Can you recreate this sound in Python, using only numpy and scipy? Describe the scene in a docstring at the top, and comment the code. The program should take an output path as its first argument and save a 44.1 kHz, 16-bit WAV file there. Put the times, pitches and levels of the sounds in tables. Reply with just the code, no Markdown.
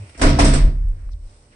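"""Lift doors close, heard from inside a small steel car: two hard thuds, then the panels rattle home.
Each blow makes the steel sheets clang, the door panels and walls ring, and the latch knock.
The car goes on shuddering with a deep rumble, and loose metal parts clink and tick faintly.
It all dies away into the hiss of the ventilation and the faint tones of its fan."""
import sys
import numpy as np
from scipy import signal
from scipy.fft import rfft, irfft
from scipy.io import wavfile
from scipy.ndimage import uniform_filter1d, minimum_filter1d

SR = 44100
rng = np.random.default_rng(int(sys.argv[2]) if len(sys.argv) > 2 else 0)


def bounce(signal):
    """Save signal as a 16-bit WAV file at the path given by the first command-line argument."""
    frames = np.transpose(np.atleast_2d(signal))
    limited = np.clip(frames, -1, 1)
    pcm = np.round(limited * 32767).astype(np.int16)
    wavfile.write(sys.argv[1], SR, pcm)


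N = 68355
T = np.arange(N) / SR
HZ = np.maximum(np.arange(N // 2 + 1) * SR / N, 1)

# Levels are relative. A fade is the time a sound takes to drop by 60 dB.
# door blows: t/s, clang level/dB, extra treble/dB, clang rise/s, panel level/dB, latch level/dB
BLOWS = [(0.174, -48, 18, 0.0058, -19, -68), (0.194, -32.5, 0, .001, -13, -25),
         (0.2132, -14, 1.5, 0.0048, 0.5, -10), (0.233, -15, -8, .003, 0, -24), (0.3865, -12, 0, 0.01, 3, 1),
         (0.441, -19, 7.5, 0.013, -5, -27.5), (0.533, -21.5, 0.5, 0.0032, -19.5, -23.5)]
# tone colour of the clanging steel: f/Hz, level/dB
CLANG_SPECTRUM = [(100, -8), (200, -12), (290, -4.5), (400, -10), (660, -13), (780, -22), (1100, -21.5),
                  (2200, -24.5), (3700, -23.5), (6600, -20), (9200, -26), (10600, -47)]
# how long the steel rings: f/Hz, fade/s
CLANG_FADES = [(120, 1), (400, 0.57), (1500, 0.55), (4000, 0.66), (9000, 0.26)]
# natural tones of the door panels and the car: f/Hz, level/dB, fade/s
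PANEL_TONES = [(135.5, -13.5, 0.96), (148, -17, 0.74), (197.2, -19, 0.67), (228, -22, .6),
               (246.9, -18.5, 0.73), (286.4, -12, 0.52), (323.6, -30, 0.63), (355, -40.5, 0.41),
               (401, -29, .6), (441, -32, 0.18), (519.6, -29.5, 0.74), (649, -24, 0.62), (699, -33.5, 0.35),
               (939, -33, .65), (1279, -39, .65)]
# thin high ring of the door steel: f/Hz, level/dB, fade/s
SHIMMER_TONES = [(1611, -43, 0.58), (4830, -53, 1), (5490, -38, 0.19), (7820, -37.5, 0.39),
                 (8200, -42, 0.61)]
# short knock of the latch: f/Hz, level/dB, fade/s
LATCH_TONES = [(536, -21, 0.25), (695.6, -12, 0.081), (812, -22, 0.11), (997, -27, 0.14), (1055, -34, 0.17)]
# deep rumble of the car: t/s, level/dB
DEEP_RUMBLE = [(0.1, -75), (0.164, -57), (0.228, -19), (0.252, -8), (0.394, -29.5), (0.426, -11.5),
               (0.548, -14), (0.58, -19), (0.624, -11), (0.648, -5.5), (0.726, -22.5), (0.906, -18),
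               (0.976, -37.5), (1.084, -25.5), (1.104, -33), (1.146, -25), (1.178, -39), (1.266, -32),
               (1.302, -50.5), (1.55, -60)]
# upper rumble of the car: t/s, level/dB
UPPER_RUMBLE = [(0.1, -45), (0.16, -53.5), (0.244, -16), (0.28, -18), (0.552, -19), (0.624, -34.5),
                (0.66, -33.5), (0.734, -29.5), (1.142, -40.5), (1.162, -35), (1.384, -55.5), (1.55, -59.5)]
# clinks and ticks of the mechanism: t/s, level/dB, f/Hz, width/octaves, fade/s
TICKS = [(0.094, -46, 3120, 1.5, 0.056), (0.146, -52.5, 2140, 0.58, 0.4), (0.151, -44, 262, 0.53, 0.086),
         (0.2323, -22.5, 1544, .5, 0.13), (0.298, -28.5, 5030, 0.49, 0.11),
         (0.446, -24.5, 8260, 0.091, 0.35), (0.537, -25.5, 8090, 0.1, 0.25),
         (0.886, -47.5, 7900, 0.13, 0.013), (1.058, -50.5, 128, 0.27, 0.16),
         (1.091, -46.5, 643, 1.3, 0.011), (1.133, -48.5, 3900, .2, .025)]
# faint scuffs: t/s, level/dB, f/Hz, width/octaves, spread in time/s
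SCUFFS = [(0.04, -61, 2510, 0.3, 0.089), (0.79, -69, 1670, 0.64, 0.13), (1.03, -68.5, 1585, 0.59, 0.059),
          (1.124, -57, 5170, 0.33, 0.0096), (1.532, -61, 2520, 1, 0.013)]
# tone colour of the moving air: f/Hz, level/dB
AIR_SPECTRUM = [(59, -15), (100, 11.5), (180, -2.5), (214, 0.5), (270, -8.5), (310, 2.5), (369, -3),
                (495, -3.5), (546, -5.5), (871, -15), (1760, -27), (8710, -18), (10600, -40.5),
                (13800, -33), (22000, -120)]
# strength of the ventilation: t/s, low rush level/dB, hiss level/dB
AIR_LEVELS = [(0, -48.5, -46.5), (.17, -63.5, -45), (.4, -55, -45), (.85, -56.5, -57.5), (1.0, -57, -54.5),
              (1.18, -66.5, -57.5), (1.3, -62, -48.5), (1.55, -59.5, -53.5)]
# tones of the fan: f/Hz, level/dB
FAN_TONES = [(134.6, -66), (215, -77), (248, -69.5), (296, -71), (398, -71), (490, -77.5), (595, -69)]
# tone colour of the two microphone openings: f/Hz, left level/dB, right level/dB
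MIC_COLOUR = [(93, 4, 4.5), (324, -0.23, 1.2), (583, -1, 3), (1020, 6.5, 8), (2040, 5, 8.5), (3200, -1, 1),
              (5580, 4.5, -11), (6560, -6.5, -9), (7990, -25, 3), (10400, -28, 8)]
# how alike left and right are: f/Hz, likeness (1 the same, -1 opposite)
LIKENESS = [(150, 0.98), (280, 1), (550, 0.62), (1100, -0.41), (2300, 0.13), (9000, -0.21)]


def steel_clang():
    """Each blow wakes countless overlapping tones in the steel sheets: a crack, then a longer ring."""
    crack_db, crack_fade_s, treble_hz = 0.5, 0.25, 5180
    seated_s, damping_db_per_s = 0.59, 118
    steel = noise(undb(look_up(CLANG_SPECTRUM, HZ)) * low_cut(hz=117) * resonances(depth_db=2.5))
    flutter = undb(0.06 * wobble(rate_hz=37))  # loose panels flutter very slightly in their guides
    octaves_hz = 125 * 2. ** np.arange(7)
    out = 0
    for hz, share in zip(octaves_hz, np.eye(len(octaves_hz))):
        band = colour(steel, np.interp(np.log(HZ), np.log(octaves_hz), share))
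        treble = hz ** 2 / (hz ** 2 + treble_hz ** 2)
        build_s = 0.69 / hz  # low notes build up later
        power = 0
        for start, db, treble_db, rise_s, _, _ in BLOWS:
            tail = strike(start, rise_s + build_s, look_up(CLANG_FADES, hz))
            crack = undb(crack_db) * strike(start, rise_s + build_s, crack_fade_s)
            power = power + undb(db + treble * treble_db) ** 2 * (tail ** 2 + crack ** 2)
        # once the doors sit tight, the treble dies faster
        damping = undb(-damping_db_per_s * np.sqrt(treble) * np.maximum(T - seated_s, 0))
        out = out + band * np.sqrt(power) * damping
    return out * flutter * undb(-3.5)


def ring(tones, blow_column, rise_at_250_hz_s):
    """Struck metal: its tones swell after each blow, then fade, and waver as the panels shift."""
    out = 0
    for hz, db, fade_s in tones:
        rise_s = rise_at_250_hz_s * (250 / hz) ** 1.97  # the lowest tones swell most slowly
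        power = sum((undb(blow[blow_column]) * strike(blow[0], rise_s, fade_s)) ** 2 for blow in BLOWS)
        phase = 2 * np.pi * (hz * T + rng.random()) + 0.62 * wobble(rate_hz=14)
        apart = np.arccos(look_up(LIKENESS, hz)) / 2  # puts left and right out of step
        sides = np.array([[1], [-1]]) * np.sign(rng.standard_normal())
        out = out + undb(db) * np.sqrt(power) * np.sin(phase + apart * sides)
    return out


def door_panels():
    """The struck panels boom at their low tones and shimmer at their high ones."""
    boom = ring(PANEL_TONES, blow_column=4, rise_at_250_hz_s=0.048)
    shimmer = ring(SHIMMER_TONES, blow_column=4, rise_at_250_hz_s=0.048)
    return undb(-2) * boom + shimmer


def latch():
    """The latch rings so briefly that it sounds like a knock."""
    return ring(LATCH_TONES, blow_column=5, rise_at_250_hz_s=0.03)


def shudder(levels, hz, width_hz, evenness):
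    """The car shakes at random around one pitch; more evenness gives a steadier strength."""
    hump = 1 / (1 + ((HZ - hz) / width_hz) ** 4)
    motion = np.fft.ifft(np.fft.fft(rng.standard_normal(N))[:len(HZ)] * hump, N)
    shake = motion.real / np.abs(motion) ** evenness
    return shake / shake.std() * undb(np.interp(T, *np.array(levels).T))


def car_rumble():
    """The car shudders around two low pitches, almost the same on the left and right."""
    middle, side = (shudder(DEEP_RUMBLE, hz=34.9, width_hz=10, evenness=0.82) * undb(-3)
                    + shudder(UPPER_RUMBLE, hz=76.6, width_hz=15.9, evenness=0.81) * undb(-5.5)
                    for _ in range(2))
    rumble = middle + undb(-24) * side * np.array([[1], [-1]])
    return signal.sosfiltfilt(signal.butter(4, 120, fs=SR, output="sos"), rumble)


def door_drive():
    """The drive hums, and stops just before the doors meet."""
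    hz, db, stop_s, release_s = 101.9, -33.5, 0.043, 0.0087
    return undb(db) * np.sin(2 * np.pi * hz * T) * np.exp(-np.maximum(T - stop_s, 0) / release_s)


def mechanism():
    """Loose metal parts clink and tick sharply; faint scuffs swell and fade around the doors."""
    ticks = sum(undb(db) * noise_band(hz, width) * strike(start, 0.0011, fade_s)
                for start, db, hz, width, fade_s in TICKS)
    scuffs = sum(undb(db) * noise_band(hz, width) * np.exp(-.5 * ((T - peak_s) / spread_s) ** 2)
                 for peak_s, db, hz, width, spread_s in SCUFFS)
    return ticks + scuffs


def ventilation():
    """Moving air makes a low rush with a thin hiss on top."""
    hiss_hz = 1200
    air = noise(undb(look_up(AIR_SPECTRUM, HZ)) * low_cut(hz=115) * resonances(depth_db=1))
    hiss = colour(air, HZ ** 2 / (HZ ** 2 + hiss_hz ** 2))
    times, rush_db, hiss_db = np.array(AIR_LEVELS).T
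    return (air - hiss) * undb(np.interp(T, times, rush_db)) + hiss * undb(np.interp(T, times, hiss_db))


def fan():
    """The ventilation fan adds faint, wavering tones."""
    return sum(undb(db + wobble(rate_hz=3.9)) * np.sin(2 * np.pi * hz * T + .6 * wobble(rate_hz=6))
               for hz, db in FAN_TONES)


def undb(db):
    """Turn decibels into a gain, the number to multiply a sound by."""
    return 10 ** (np.asarray(db) / 20)


def look_up(table, hz, column=1):
    """A table's value at any frequency, sliding between its rows by pitch."""
    table = np.array(table)
    return np.interp(np.log(hz), np.log(table[:, 0]), table[:, column])


def colour(sound, gain):
    """Turn each frequency of a sound up or down by its own gain."""
    return irfft(rfft(sound) * gain, N)


def noise(gain):
    """Stereo noise of strength 1 with this tone colour, alike on both sides in the bass."""
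    likeness = look_up(LIKENESS, HZ)
    middle = colour(rng.standard_normal(N), gain * np.sqrt((1 + likeness) / 2))
    side = colour(rng.standard_normal(N), gain * np.sqrt((1 - likeness) / 2))
    return np.array([middle + side, middle - side]) / np.sqrt(np.mean(gain ** 2))


def noise_band(hz, octaves):
    """Noise gathered around one pitch."""
    return noise(np.exp(-.5 * (np.log2(HZ / hz) / octaves) ** 2))


def low_cut(hz):
    """Gains that drop steeply below a frequency."""
    return 1 / np.sqrt(1 + (hz / HZ) ** 8)


def resonances(depth_db, spacing_hz=15):
    """Gains for countless small resonances: close random peaks and dips, shallower in the bass."""
    spots_hz = np.arange(0, SR / 2, spacing_hz)
    bumps = np.interp(HZ, spots_hz, rng.standard_normal(N)[:len(spots_hz)])
    gain = undb(depth_db * HZ / (HZ + 500) * bumps)
    return gain / np.sqrt(np.mean(gain ** 2))


def wobble(rate_hz):
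    """A smooth random drift with a typical size of 1."""
    drift = colour(rng.standard_normal(N), np.exp(-(HZ / rate_hz) ** 2))
    return drift / drift.std()


def strike(start, rise_s, fade_s):
    """The strength of a hit over time: it climbs, then dies away."""
    age = np.maximum(T - start, 0)
    return np.minimum(age / max(rise_s, 1e-4), 1) * np.exp(-np.log(1000) * age / fade_s)


def scene():
    """Everything heard in the car; the ringing drops as the panels come to rest."""
    rest_s, drop_s, drop_db = 0.701, 0.1, -6
    settle = undb(drop_db * np.clip((T - rest_s) / drop_s, 0, 1))
    doors = (steel_clang() + door_panels() + latch()) * settle
    return doors + car_rumble() + door_drive() + mechanism() + ventilation() + fan()


def record(dry):
    """Each microphone opening colours its side; loud peaks are held down and the top treble is cut."""
    ceiling, window_samples, top_hz = 0.93, 601, 10400
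    sound = colour(dry, undb([look_up(MIC_COLOUR, HZ, column=1), look_up(MIC_COLOUR, HZ, column=2)]))
    allowed_gain = ceiling / np.maximum(np.abs(sound).max(axis=0), ceiling)
    smooth_gain = uniform_filter1d(minimum_filter1d(allowed_gain, window_samples), window_samples)
    return signal.sosfilt(signal.ellip(8, .2, 60, top_hz, fs=SR, output="sos"), sound * smooth_gain)


dry = scene()
out = record(dry)
bounce(out)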